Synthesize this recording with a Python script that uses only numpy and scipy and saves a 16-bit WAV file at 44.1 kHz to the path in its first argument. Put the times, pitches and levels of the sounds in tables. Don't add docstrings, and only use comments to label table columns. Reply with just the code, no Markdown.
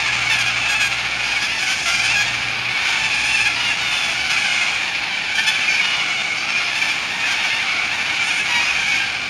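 import sys
import numpy as np
from scipy import signal
from scipy.fft import rfft, irfft, next_fast_len
from scipy.io import wavfile
from scipy.ndimage import uniform_filter1d

SR = 44100
rng = np.random.default_rng(int(sys.argv[2]) if len(sys.argv) > 2 else 0)


def to_linear_factor(level_db):
    exponent = np.asarray(level_db, float) / 20
    return 10 ** exponent


def generate_wav(sig):
    pcm = np.round(np.clip(np.atleast_2d(sig).T, -1, 1) * 32767).astype(np.int16)
    wavfile.write(sys.argv[1], SR, pcm)


N = 409688

# t/s, length/s, first pitch f/Hz, last pitch f/Hz, level/dB
SQUAWKS = [
    (.682, 0.066, 818, 836, -22.5),
    (.797, 0.087, 831, 803, -21),
    (1.6, 0.049, 846, 851, -25.5),
    (2.019, 0.044, 865, 866, -26),
    (5.743, 0.072, 820, 834, -34),
    (7.931, 0.066, 774, 754, -38),
]
CROAKS = [
    (2.152, 0.077, 819, 833, -20.5),
]
SHRIEKS = [
    (2.035, 0.0597, 821, 867, -25),
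    (3.235, 0.11, 794, 886, -27),
    (3.35, 0.075, 897, 801, -27.5),
    (3.419, 0.064, 850, 858, -30),
    (3.9, 0.24, 840, 856, -33),
    (4.33, 0.43, 832, 823, -34),
    (3.14, 0.085, 848, 902, -29),
    (8.235, 0.068, 823, 902, -27.5),
    (8.3, 0.054, 795, 866, -29),
    (8.355, .06, 788, 880, -29.5),
]
SCREECHES = [
    (1.229, 0.27, 821, 838, -30),
    (1.58, 0.18, 714, 797, -26),
    (1.85, 0.16, 688, 711, -28.5),
    (1.88, .035, 800, 795, -26),
    (1.935, .035, 799, 800, -22),
    (2.81, 0.24, 769, 758, -27.5),
    (4.292, 0.058, 833, 815, -26),
    (7.25, 0.39, 789, 711, -32),
    (8.86, 0.19, 811, 774, -29.5),
]
WAILS = [(.25, 0.083, 744, 735, -26), (1.48, 0.06, 900, 967, -31), (1.47, 0.12, 691, 664, -31),
         (1.991, 0.034, 780, 825, -23), (2.085, .042, 856, 945, -21), (2.125, 0.042, 955, 820, -24),
         (3.49, 0.025, 730, 695, -27), (3.512, .045, 800, 776, -36), (6.56, 0.046, 847, 826, -25),
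         (6.815, 0.018, 773, 777, -16), (8.3, 0.026, 820, 780, -22)]
WHISTLES = [
    (3.56, 0.19, 970, 942, -29.5),
    (3.6, 0.14, 726, 668, -24),
    (4.486, .15, 712, 698, -31),
    (5.82, .21, 736, 691, -25.5),
    (6.17, 0.052, 735, 725, -29.5),
]
YELPS = [
    (0.0, 0.063, 920, 890, -28),
    (7.1, 0.23, 906, 965, -31),
    (8.486, 0.14, 974, 951, -23.5),
]
BARKS = [
    (0.084, 0.035, 843, 840, -25.5),
    (0.31, 0.042, 904, 847, -24),
    (3.705, 0.027, 858, 833, -25),
    (4.44, 0.035, 802, 740, -24.5),
    (5.38, 0.041, 870, 906, -22.5),
    (5.486, 0.022, 844, 882, -18),
    (7.239, 0.04, 870, 877, -25.5),
    (8.395, 0.024, 840, 830, -26),
    (8.999, .055, 804, 790, -25),
]
TRILLS = [
    (1.23, 0.14, 823, 830, -39.5),
    (1.4, 0.056, 800, 860, -31.5),
    (5.69, 0.091, 780, 726, -33),
    (6.37, .09, 770, 790, -34.5),
    (6.48, 0.052, 906, 900, -33),
    (6.57, 0.025, 906, 907, -31.5),
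    (6.64, 0.083, 842, 850, -40),
    (6.88, 0.057, 750, 788, -35),
    (8.62, 0.14, 812, 912, -38),
]
CHATTER = [(0.14, 0.046, 736, 763, -35), (0.212, 0.019, 794, 790, -22), (0.574, 0.038, 775, 743, -26),
           (0.611, 0.1, 862, 878, -23), (0.744, 0.094, 865, 826, -23.5), (0.889, 0.045, 880, 864, -35),
           (1.191, 0.052, 817, 826, -23.5), (1.295, 0.048, 798, 835, -23), (1.358, 0.04, 769, 703, -22.5),
           (1.618, 0.036, 725, 727, -59), (1.666, 0.027, 720, 744, -22.5), (1.71, 0.035, 769, 810, -29),
           (1.9, 0.088, 702, 692, -29), (2.687, 0.033, 730, 727, -25.5), (2.708, 0.07, 761, 732, -29),
           (2.813, 0.024, 767, 760, -29), (2.852, 0.056, 763, 803, -27), (2.974, 0.044, 769, 747, -32),
           (3.037, 0.04, 735, 760, -28), (3.105, 0.056, 854, 910, -30), (3.166, 0.088, 872, 853, -27.5),
           (3.235, 0.032, 761, 786, -25), (3.283, 0.061, 915, 897, -24), (3.342, 0.021, 876, 882, -17),
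           (3.348, 0.057, 824, 797, -21), (3.399, 0.039, 854, 866, -21.5), (3.648, 0.049, 701, 702, -27),
           (3.676, 0.05, 935, 904, -25), (3.914, 0.052, 965, 983, -28), (4.085, 0.071, 890, 883, -34),
           (4.306, 0.067, 904, 810, -29), (4.363, 0.026, 767, 763, -19), (4.399, 0.096, 746, 778, -28),
           (4.477, 0.089, 713, 716, -26.5), (4.6, 0.044, 717, 684, -26.5), (4.603, 0.03, 833, 846, -24),
           (5.53, 0.042, 852, 860, -26)]
CLAMOUR = [(5.605, 0.043, 883, 860, -22), (5.671, 0.095, 713, 760, -23), (5.677, 0.048, 819, 755, -18.5),
           (5.743, 0.093, 790, 818, -25), (5.794, 0.029, 762, 724, -17.5), (5.827, 0.047, 962, 990, -47),
           (5.881, 0.13, 982, 952, -28), (5.991, 0.033, 930, 923, -26), (6.006, 0.044, 746, 731, -22.5),
           (6.072, 0.051, 735, 730, -28), (6.3, 0.034, 727, 730, -23.5), (6.479, 0.04, 894, 890, -29),
           (6.527, 0.072, 817, 778, -22.5), (6.641, 0.027, 762, 768, -27), (6.782, 0.047, 880, 910, -41),
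           (6.874, 0.057, 771, 803, -26), (7.225, 0.054, 819, 853, -22.5), (7.305, 0.055, 810, 727, -21),
           (7.437, 0.051, 760, 738, -28), (7.494, 0.045, 696, 720, -28), (7.521, 0.029, 934, 964, -33.5),
           (7.587, 0.046, 686, 715, -28), (7.668, 0.034, 842, 880, -30), (7.683, 0.054, 787, 734, -26),
           (7.778, 0.071, 723, 753, -26), (8.087, 0.047, 736, 728, -27), (8.191, 0.062, 775, 790, -22),
           (8.392, 0.04, 846, 860, -23), (8.518, 0.033, 821, 874, -22), (8.551, 0.067, 758, 800, -25),
           (8.598, 0.049, 832, 827, -21), (8.667, 0.03, 892, 903, -24), (8.667, 0.058, 810, 827, -25),
           (8.745, 0.13, 784, 743, -24.5), (8.874, 0.1, 760, 722, -23), (8.919, 0.03, 842, 867, -22),
           (8.955, 0.053, 821, 801, -23), (9.009, 0.027, 870, 905, -24)]
GRATES = [
    (.295, 0.084, 900, 839, -22.5),
    (.383, 0.046, 819, 780, -20),
    (.455, 0.038, 824, 727, -20.5),
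    (5.35, 0.098, 792, 808, -24.5),
    (5.462, 0.058, 848, 862, -21),
    (6.749, 0.19, 907, 842, -26.5),
]
GLIDES = [
    (3.811, 0.33, 740, 655, -27),
]
CAWS = [
    (3.452, 0.036, 810, 846, -19),
    (0.46, 0.047, 826, 822, -22.5),
]
# roughness [0-1], share of odd overtones [0-1], overtone the mouth picks [number],
# beak f/Hz, warble [share of pitch]
VOICES = [(.13, .97, 2, 8200, .008), (.11, .97, 2, 6700, .004), (.14, .9, 3, 9000, .018),
          (.42, .85, 3, 8800, .012), (.13, .9, 3, 7000, .01), (.13, .9, 4.6, 5500, .008),
          (.11, .85, 1, 10000, .006), (.08, .95, 2, 8500, .004), (.13, .9, 6, 5200, .016),
          (.13, .92, 3, 8500, .012), (.13, .92, 3, 6500, .012), (.23, .9, 3.5, 8800, .008),
          (.11, .92, 5, 11700, .005), (.1, .95, 2.6, 8500, .003)]
# rasp over body level/dB, swell start to end level/dB, arch [share of pitch],
# mouth level/dB, beak level/dB
EFFORTS = [(-9, 3, 0.0059, -6, 20), (-11.5, 6, 0.001, 0.5, 10), (-7.5, -2.5, .02, -6, 14.5),
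           (-9, -3, 0.00995, -12, 0), (-16, -1, 0.0059, 10, -14), (-16, -6.5, 0.00493, 17.5, -16),
           (-14, 1, -0.0072, -20, -2), (-23.5, -7, 0.0011, 6.5, 14), (-1.5, -5, -0.0035, 14, 7),
           (-17.5, -0.5, 0.0046, 9.5, 18), (-20.5, -4, 0.0051, 18, 4), (-10, -4, .006, 7, 6),
           (-20, -2, .012, 10, 12), (-16.5, -1.5, .003, 11, 3)]
SHINE_DB_PER_KHZ = [3.9, 4.2, .4, 1.2, 0.99, .3, 1.1, 2.2, 1.2, .6, .6, 1.9, 1.2, 1.61]
# f/Hz, level/dB
THROAT = [(400, -46), (650, -12.5), (820, -16.5), (1100, -5), (1600, -8.5), (1950, -9), (2200, -2),
          (2620, -5.5), (3000, -6), (4000, -12)]
# f/Hz, level/dB
RASP = [(3800, 3), (5000, 3.5), (6600, 2.5), (8000, -13.5), (9400, -12.5), (12000, -22), (13800, -31.5),
        (15800, -49)]
# t/s, level/dB
FLOCK = [(0.0, -18.5), (1.91, -22.5), (2.07, -19), (2.59, -21.5), (3.0, -17.5), (3.31, -20), (3.67, -21.5),
         (4.6, -18.5), (4.99, -21), (5.25, -21), (5.61, -19), (6.39, -21.5), (6.65, -20), (7.14, -22.5),
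         (7.45, -19.5), (7.97, -20), (8.77, -19.5), (9.29, -23)]
# t/s, rasp level/dB
FACING = [(0, -34.5), (.6, -36), (1.1, -37), (1.5, -33.5), (1.9, -27.5), (2.3, -34.5), (2.7, -39),
          (3, -35.5), (3.6, -33.5), (4.1, -33.5), (4.5, -34), (5.1, -38.5), (5.9, -35), (6.5, -36),
          (7, -35.5), (7.9, -37.5), (8.6, -34.5), (9.29, -37)]
# mouth f/Hz, beak f/Hz
ROOSTS = [
    (2380, 10700),
    (2450, 3250),
    (2410, 8550),
]
# f/Hz, decay by 60 dB t/s
TREES = [(500, 1), (2500, 0.93), (9000, 1)]
# f/Hz, level/dB per Hz
TRAFFIC = [(53, -46), (90, -3.5), (183, -1), (247, -3), (311, -2), (350, -5.5), (467, -7), (650, -4),
           (840, 5.5), (1430, -120)]
# f/Hz, level/dB per Hz
RUMBLE = [(20, -30), (35, -4), (50, -5), (70, 9), (100, -30), (140, -25)]
# t/s, length/s, level/dB
HUM_LOW = [
    (.03, 1.3, -46),
    (1.3, .27, -52),
    (1.785, 0.72, -47),
    (2.95, 0.6, -47),
    (3.6, .65, -54),
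    (5.15, .35, -53),
]
# t/s, length/s, level/dB
HUM_OCTAVE = [
    (.03, 0.61, -39),
    (.76, 0.27, -42.5),
    (1.14, 0.089, -42),
    (2.0, 0.73, -40),
    (2.9, 1, -48),
]

WARBLE_PER_S, FAR_WARBLE, BREAK_DB, BREAKS_PER_S = 36, .032, 2.6, 40
NEAR_STEADY = .45
HOLLOW_HZ, HOLLOW_WIDTH_HZ, HOLLOW_DB = 4200, 500, -4
FLOCK_DB, RASP_GROWS = -1.48, 0.92
AIR_DB_PER_KHZ = 3.1
SHEEN_HZ, SHEEN_DB = 7850, -11
TRAFFIC_DB, RUMBLE_DB, RUMBLE_FADE_DB_PER_S, RUMBLE_SWING_DB = -37, -53.5, -0.14, 1.5
HUM_HZ, HUM_IDLE_DB, HUM_LOW_IDLE_DB, HUM_STOPS_S, HUM_EDGE_S = 59.8, -47, -56, 4.4, 0.07
SPIN_START_S, SPIN_FROM_HZ, SPIN_TO_HZ, SPIN_RISE_S = 8.5, 43, 57.5, 0.228
SPIN_DB, SPIN_OCTAVE_DB = -54, -50


def near_birds():
    kinds = [SQUAWKS, CROAKS, SHRIEKS, SCREECHES, WAILS, WHISTLES, YELPS, BARKS, TRILLS, CHATTER, CLAMOUR,
             GRATES, GLIDES, CAWS]
    out = np.zeros(N + SR)
    for calls, voice, effort, shine_db in zip(kinds, VOICES, EFFORTS, SHINE_DB_PER_KHZ):
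        rough, odd, overtone, beak_hz, warble = voice
        rasp_db, swell_db, arch, mouth_db, beak_db = effort
        for start_s, length_s, first_hz, last_hz, db in calls:
            size = SR // 2 if length_s > .125 else SR // 7
            u = np.clip(2 * np.arange(size) / SR / length_s - 1, -1, 1)
            glide_hz = first_hz + (last_hz - first_hz) * (u + 1) / 2
            pitch_hz = glide_hz * (1 + arch * (1 - u * u) + warble * wobble(size, WARBLE_PER_S))
            pulses = syrinx(pitch_hz, rough, odd, NEAR_STEADY)
            mouth_hz = overtone * (first_hz + last_hz) / 2
            body, rasp = voiced(pulses, mouth_hz, beak_hz, mouth_db, beak_db, shine_db)
            edges = np.clip((1 - np.abs(u)) * length_s / 2 / (0.0014 + 0.02 * rough), 0, 1)
            breaks_db = BREAK_DB * np.sqrt(rough) * 2 * wobble(size, BREAKS_PER_S)
            effort_db = db + swell_db * u / 2 + breaks_db
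            call = edges * to_linear_factor(effort_db) * (body + to_linear_factor(rasp_db) * rasp)
            out[max(round(start_s * SR), 0):][:size] += call
    return filtered(out[:N], lambda f: to_linear_factor(HOLLOW_DB * np.exp(-((f - HOLLOW_HZ) / HOLLOW_WIDTH_HZ) ** 2)))


def syrinx(pitch_hz, rough, odd, drift=1):
    size = len(pitch_hz)
    waver = drift * (.008 + .045 * rough) * wobble(size, 32) + .06 * rough ** 2 * wobble(size, 200)
    turns = np.cumsum(2 * pitch_hz * (1 + waver)) / SR
    k = np.arange(1, int(turns[-1]))
    luck = rng.uniform(-1, 1, (int(size * 2600 / SR) + 9, 2))[:len(k)]
    at = np.interp(k + .45 * rough ** 1.5 * luck[:, 0], turns, np.arange(size))
    flutter_db = (drift * 2.8 * wobble(size, 50))[at.astype(int)]
    strength = to_linear_factor(flutter_db) * (1 + (.1 * drift + 1.3 * rough) * luck[:, 1])
    strength *= np.where(k % 2, 1, 1 - np.clip(odd, 0, 1))
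    taps = np.floor(at)[:, None] + np.arange(-4, 6)
    offset = taps - at[:, None]
    shape = np.sinc(offset) * np.cos(np.pi * offset / 10) ** 2
    where = np.clip(taps, 0, size - 1).astype(int)
    return np.bincount(where.ravel(), (strength[:, None] * shape).ravel(), size)


def voiced(pulses, mouth_hz, beak_hz, mouth_db, beak_db, shine_db=0):
    def bump(f, centre, width, db):
        return 1 + to_linear_factor(db) / (1 + ((f - centre) / width) ** 2)

    def spread(f):
        return np.exp(-1j * np.pi * 0.0028 * f * f / 10000)

    def mouth(f):
        throat = to_linear_factor(along(THROAT, f)) * np.clip((5600 - f) / 1400, 0, 1)
        return throat * bump(f, mouth_hz, 195, mouth_db) * spread(f)

    def beak(f):
        hiss = to_linear_factor(along(RASP, f) + shine_db * np.clip(f / 1000 - 9, 0, 7))
        return hiss * np.clip((f - 3800) / 1400, 0, 1) * bump(f, beak_hz, 970, beak_db) * spread(f)

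    return unit(filtered(pulses, mouth)), unit(filtered(pulses, beak))


def far_flock():
    din = sum(roost(count=72, mouth_hz=mouth_hz, beak_hz=beak_hz) for mouth_hz, beak_hz in ROOSTS)
    body, rasp = [part + to_linear_factor(-4) * trees(part) for part in din]
    sheen = filtered(rasp, lambda f: to_linear_factor(-AIR_DB_PER_KHZ * np.clip(f / 1000 - 7, 0, None)) * (f > SHEEN_HZ))
    din = np.array([body, filtered(rasp, lambda f: f <= SHEEN_HZ), sheen])
    din /= np.sqrt(np.abs(uniform_filter1d(din ** 2, SR // 9)) + 1e-9)
    body, rasp, sheen = din
    t = np.arange(N) / SR
    effort_db, = curves(FLOCK, t)
    facing_db, = curves(FACING, t)
    rasp_db = facing_db + RASP_GROWS * (effort_db - effort_db.mean())
    return to_linear_factor(effort_db + FLOCK_DB) * body + to_linear_factor(rasp_db) * (rasp + to_linear_factor(SHEEN_DB) * sheen)


def roost(count, mouth_hz, beak_hz):
    pulses = np.zeros(N + 2 * SR)
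    for when, length, pitch, glide, arch, near, rough in rng.random((count, 7)):
        size = int((.12 + .3 * length) * SR)
        u = np.linspace(-1, 1, size)
        bend = .14 * (glide - .6) * u - .08 * arch * u * u
        pitch_hz = (690 + 230 * pitch) * (1 + bend + FAR_WARBLE * wobble(size, WARBLE_PER_S))
        swell = (1 - u * u) ** .5
        call = to_linear_factor(9 * near) * swell * syrinx(pitch_hz, .21 + .66 * rough ** 1.4, .85)
        pulses[int(when * (N + SR)):][:size] += call
    return np.array(voiced(pulses[SR // 2:][:N], mouth_hz, beak_hz, mouth_db=1.5, beak_db=14.0))


def trees(x):
    hz, t, z = signal.stft(rng.standard_normal(SR // 2), SR, nperseg=256)
    tail = signal.istft(z * to_linear_factor(-60 * t / along(TREES, hz)[:, None]), SR, nperseg=256)[1]
    return signal.fftconvolve(np.pad(x, (500, 0)), tail / np.linalg.norm(tail))[:N]


def street():
    t = np.arange(N) / SR
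    return traffic(t) + hum(t) + second_motor(t)


def traffic(t):
    rumble_db = RUMBLE_DB - RUMBLE_FADE_DB_PER_S * t + RUMBLE_SWING_DB * wobble(N, 4.4)
    roar = unit(filtered(rng.standard_normal(N), lambda f: to_linear_factor(along(TRAFFIC, f))))
    rumble = unit(filtered(rng.standard_normal(N), lambda f: to_linear_factor(along(RUMBLE, f))))
    return to_linear_factor(TRAFFIC_DB + 0.19 * wobble(N, 1.34)) * roar + to_linear_factor(rumble_db) * rumble


def hum(t):
    turn = 2 * np.pi * HUM_HZ * t
    low = loaded(HUM_LOW, t, HUM_LOW_IDLE_DB) * to_linear_factor(.8 * wobble(N, 9.2)) * np.sin(turn)
    octave = loaded(HUM_OCTAVE, t, HUM_IDLE_DB) * np.sin(2 * turn)
    return np.sqrt(2) * to_linear_factor(-3.5) * (low + octave)


def loaded(bursts, t, idle_db):
    def gate(start_s, end_s):
        return np.clip(np.minimum(t - start_s, end_s - t) / HUM_EDGE_S + .5, 0, 1)

    load = sum(to_linear_factor(db) * gate(s, s + length) for s, length, db in bursts)
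    return to_linear_factor(idle_db) * gate(-1, HUM_STOPS_S) + load


def second_motor(t):
    since = np.clip(t - SPIN_START_S, 0, None)
    speed_hz = SPIN_TO_HZ - (SPIN_TO_HZ - SPIN_FROM_HZ) * np.exp(-since / SPIN_RISE_S)
    turn = 2 * np.pi * np.cumsum(speed_hz) / SR
    running = np.clip(since / .1, 0, 1) * np.sqrt(2)
    low = to_linear_factor(SPIN_DB + 2.5 * wobble(N, 9)) * np.sin(turn)
    octave = to_linear_factor(SPIN_OCTAVE_DB + 2.8 * wobble(N, 9.4)) * np.sin(2 * turn)
    return running * (low + octave)


def unit(x):
    return x / np.sqrt(np.mean(x ** 2) + 1e-20)


def along(points, hz):
    f, v = np.transpose(points)
    return np.interp(np.log(hz + 1), np.log(f + 1), v, left=v[0], right=v[-1])


def curves(rows, t):
    s, *cols = np.transpose(rows)
    return [np.interp(t, s, c) for c in cols]


def wobble(size, rate):
    knots = rng.standard_normal(int(size * rate / SR) + 2)
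    return np.interp(np.arange(size) * rate / SR, np.arange(len(knots)), knots)


def filtered(x, response):
    m = next_fast_len(x.shape[-1] + 4096)
    return irfft(rfft(x, m) * response(np.fft.rfftfreq(m, 1 / SR)), m)[..., :x.shape[-1]]


def scene():
    far = far_flock() + street()
    near = near_birds()
    air = near + to_linear_factor(-8) * trees(near) + far
    return np.array([air, air])


def band_limit(x):
    return signal.sosfilt(signal.butter(12, 15640, fs=SR, output="sos"), x)


def record(dry):
    def port(f):
        detuned = 7850 ** 2 - f * f
        return (detuned + 1j * f * 60) / (detuned + 1j * f * 650)

    return band_limit(filtered(dry, port))


dry = scene()
out = record(dry)
generate_wav(out)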